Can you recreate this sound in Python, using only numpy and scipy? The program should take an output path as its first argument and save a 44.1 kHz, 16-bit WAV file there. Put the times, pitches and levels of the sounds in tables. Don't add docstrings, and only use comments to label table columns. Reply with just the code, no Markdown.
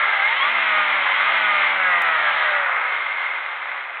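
import sys
import numpy as np
from scipy import signal
from scipy.fft import rfft, irfft
from scipy.io import wavfile
from scipy.ndimage import uniform_filter1d

SR = 44100
rng = np.random.default_rng(int(sys.argv[2]) if len(sys.argv) > 2 else 0)


def wrap_up_sound(samples):
    columns = np.atleast_2d(samples).T
    tamed = np.clip(columns, -1, 1)
    steps = np.round(tamed * 32767).astype(np.int16)
    wavfile.write(sys.argv[1], SR, steps)


N = 176400
TIME = np.arange(N) / SR

# time in seconds, opening from 0 to 1.
THROTTLE_OPENING = [(0, .05), (.12, .1), (.18, .7), (.26, .9), (.38, 1), (.47, .9), (.53, .25), (.8, .05),
                    (.96, .2), (1.07, .75), (1.2, .6), (1.28, .7), (1.42, .05), (1.7, 0)]


def undb(db):
    return 10 ** (np.asarray(db) / 20)


def curve(table, column=1):
    rows = np.array(table, float)
    return np.interp(TIME, rows[:, 0], rows[:, column])


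def response(points, hz):
    rows = np.array(points, float)
    return undb(np.interp(np.log(np.maximum(hz, 1)), np.log(rows[:, 0]), rows[:, 1]))


def unit(x):
    return x / np.sqrt(np.mean(x ** 2))


def colour(x, points):
    hz = np.maximum(np.arange(N // 2 + 1) * SR / N, 1)
    gain = response(points, hz) * np.minimum(hz / points[0][0], 1) ** 2
    cepstrum = irfft(np.log(gain), N)
    cepstrum[1:N // 2] *= 2
    cepstrum[N // 2 + 1:] = 0
    return unit(irfft(rfft(x) * np.exp(rfft(cepstrum)), N))


def walk(rate):
    knots = rng.standard_normal(2048)
    return unit(np.interp(TIME * rate, np.arange(len(knots)), knots))


def partials(lines, speed, body, level_db=0):
    # harmonic number, crank speed and half-width in turns per second,
    # peak level in dB with the throttle shut.
    critical_speeds = [(8, 109, 5, -37), (9, 66, 5, -35.5), (12, 101.5, 5, -30), (14, 90, 3.5, -30),
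                       (14, 102, 4, -35), (16, 80.5, 3, -25.5), (16, 92.5, 3, -29), (18, 67.5, 2, -32),
                       (18, 75, 2.5, -27), (18, 81.5, 1.8, -27), (18, 89.5, 2, -31), (20, 104, 2.5, -32),
                       (22, 87, 2.5, -28), (22, 97.7, 1.5, -30), (23, 82, 4, -34), (24, 89.6, 2.5, -29),
                       (27, 68, 2, -33), (30, 70, 2, -34)]
    flutter_db, flutter_per_s, wobble_rad = 1.5, 35, .22
    crank_angle = 2 * np.pi * np.cumsum(speed) / SR
    coasting = 1 - np.clip(curve(THROTTLE_OPENING), 0, 1)
    out = 0
    for multiple, db in lines:
        swell = sum(undb(peak_db) * np.exp(-.5 * ((speed - centre) / width) ** 2)
                    for harmonic, centre, width, peak_db in critical_speeds if harmonic == multiple)
        forced = undb(db + level_db) * response(body, multiple * speed)
        flutter = undb(flutter_db * walk(flutter_per_s))
        amplitude = np.sqrt(2) * np.maximum(forced, swell * coasting) * flutter
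        phase = multiple * crank_angle + wobble_rad * walk(flutter_per_s) + rng.uniform(0, 2 * np.pi)
        out = out + amplitude * np.sin(phase)
    return out


def engine(speed):
    harmonics_db = [-21.5, -31.5, -35, -37, -29.5, -37.5, -29, -30.5, -34, -33, -26, -55, -25.5, -35.5,
                    -30.5, -40.5, -25, -37.5, -32, -31, -22.5, -26.5, -21.5, -31, -32.5, -35.5, -25.5,
                    -37.5, -22.5, -40.5, -30.5, -41, -42]
    # frequency in Hz, gain in dB.
    casing_response = [(90, -51.5), (140, -38.5), (205, -32), (310, -19), (430, -24.5), (510, -15.5),
                       (600, -7), (690, -7.5), (860, -6), (1000, -6), (1130, -11.5), (1225, 2), (1340, -5),
                       (1480, -0.5), (1560, -10.5), (1640, -1), (1740, -9.5), (1910, -0.5), (2020, -4),
                       (2130, -6.7), (2400, -8.5), (2700, -18.5), (3300, -16), (4200, -27.5)]
    # time in seconds, gain in dB.
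    envelope = [(0, -5.5), (.15, -6.5), (.35, -8.5), (.55, -2.5), (.75, -1), (.95, -2.5), (1.15, -8),
                (1.45, -1.5), (1.7, -3), (1.9, 0.5), (2.1, -2), (2.3, -2.5), (2.55, -6.5), (2.9, -14.5),
                (3.4, -21.5), (4, -24.5)]
    return partials(enumerate(harmonics_db, 2), speed, casing_response, curve(envelope))


def valve_taps(speed, per_turn=4):
    accents_db = [9, -2, 2.5, 1]
    level_db, db_per_halving, scatter_db, decay_s = -8.5, 5, 1.5, .002
    tap_phase = np.cumsum(speed) * per_turn / SR
    tap = tap_phase.astype(int)
    strength = undb(np.array(accents_db)[tap % per_turn] + scatter_db * rng.standard_normal(N)[tap])
    age_s = (tap_phase % 1) / (per_turn * speed)
    bursts = strength * np.exp(-age_s / decay_s) * rng.standard_normal(N)
    return unit(bursts) * undb(level_db - db_per_halving * np.log2(speed / speed.mean()))


def machinery(speed):
    # frequency in Hz, relative level in dB.
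    clatter_spectrum = [(250, -44.5), (400, -22.5), (480, -17.5), (600, -13.5), (750, -8), (950, -5),
                        (1120, -2), (1215, 0.5), (1330, -1.5), (1600, 0), (1850, -2), (2100, 2.5),
                        (2300, -5.5), (2500, -7), (2900, -22), (3600, -48)]
    hiss_spectrum = [(1500, -17), (2400, -2), (2750, -2), (3200, -1.5), (3550, -4.5), (3900, -11.5),
                     (4150, -20), (4400, -33)]
    # time in seconds, clatter gain in dB, hiss gain in dB.
    envelopes = [(0, -21, -33), (.42, -23.5, -31.5), (.7, -21.5, -31.5), (1.18, -19.5, -31),
                 (1.5, -21.5, -31), (2, -21, -34), (2.4, -22, -30), (2.75, -19.5, -40.5),
                 (2.95, -23, -37.5), (3.28, -25.5, -40.5), (3.45, -27.5, -41.5), (4, -29.5, -47)]
    clatter = colour(valve_taps(speed) + rng.standard_normal(N), clatter_spectrum)
    hiss = colour(valve_taps(speed) + rng.standard_normal(N), hiss_spectrum)
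    return clatter * undb(curve(envelopes) - 1) + hiss * undb(curve(envelopes, column=2) + 1.5)


def rumble(speed):
    # frequency in Hz, relative level in dB.
    spectrum = [(70, -48), (85, -27.5), (110, -18), (170, -10.5), (220, -2.5), (380, 4), (500, -2.5),
                (800, -20.5)]
    level_db = -55 + 6 * np.log2(speed / 100)
    return colour(rng.standard_normal(N), spectrum) * undb(level_db)


# frequency in Hz, gain in dB.
HOUSING_RESPONSE = [(1500, -39), (1900, -15), (2030, -4.5), (2110, 4.5), (2190, -2.5), (2320, -17),
                    (2800, -40.5)]


def housing(speed):
    # time in seconds, gain in dB.
    envelope = [(0, -26), (1.1, -28.5), (1.7, -26), (2.15, -49), (2.7, -33), (3.27, -27), (3.42, -36.5),
                (4, -48)]
    excitation = valve_taps(speed) + rng.standard_normal(N)
    return colour(excitation, HOUSING_RESPONSE) * undb(curve(envelope))


def hum(hz=554.5, level_db=-53):
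    return np.sqrt(2) * undb(level_db) * np.sin(2 * np.pi * hz * TIME + .5 * walk(8.3))


def supercharger(speed):
    # multiple of rotor speed, relative level in dB.
    lobe_lines = [(3, -32), (6, -27), (12, -26), (18, -35)]
    # frequency in Hz, gain in dB.
    duct_response = [(400, -42), (620, -9), (720, -9.5), (790, 0.5), (850, -19), (910, -1), (980, -17.5),
                     (1060, 0.5), (1200, 3), (1400, -14), (1580, 5.5), (1750, -8), (2050, -3.5),
                     (2280, -8.5), (2500, -15), (3300, 3.5), (4200, -34)]
    # multiple of crank speed, relative level in dB.
    belt_lines = [(18.65, -24), (28.4, -20)]
    drive_ratio, rasp_db, rasp_per_s = 1.843, 3, 70
    rotors = partials([(k * drive_ratio, db) for k, db in lobe_lines], speed, duct_response)
    belt = partials(belt_lines, speed, HOUSING_RESPONSE)
    return (rotors + belt) * curve(THROTTLE_OPENING) * undb(rasp_db * walk(rasp_per_s))


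def tick(start_s=2.021):
    return undb(-18) * (np.arange(N) == int(start_s * SR))


def scene():
    # time in seconds, speed in turns per second.
    crank_speed = [(0.0, 75.66), (0.21, 70.62), (0.26, 75.03), (0.33, 85.27), (0.51, 112.48),
                   (0.56, 114.01), (0.67, 106.43), (0.8, 102.21), (0.98, 97.69), (1.1, 92.73), (1.15, 95.6),
                   (1.26, 111.36), (1.3, 113.07), (1.4, 107.22), (1.56, 100.39), (1.78, 95.24), (2.0, 85.4),
                   (2.15, 78.92), (2.35, 71.85), (2.6, 63.79), (2.9, 53.17), (3.2, 43.96), (3.6, 35.01),
                   (4.0, 29.0)]
    surge_db, surge_per_s = .7, 14
    speed = uniform_filter1d(curve(crank_speed), size=900, mode="nearest") * (1 + .001 * walk(30))
    noise = (machinery(speed) + rumble(speed) + housing(speed)) * undb(surge_db * walk(surge_per_s))
    return (engine(speed) + supercharger(speed) + noise + hum())[None]


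def record(dry):
    threshold_db, window = -15.5, int(.005 * SR)
    engine_band_hz, tick_band_hz = 4355, 16000
    rms = np.sqrt(np.abs(uniform_filter1d(dry ** 2, window)))
    limited = dry * uniform_filter1d(1 / np.maximum(rms / undb(threshold_db), 1), window)
    narrow = signal.sosfilt(signal.ellip(10, .2, 80, engine_band_hz, fs=SR, output="sos"), limited)
    return signal.sosfilt(signal.ellip(8, .2, 70, tick_band_hz, fs=SR, output="sos"), narrow + tick())


dry = scene()
out = record(dry)
wrap_up_sound(out)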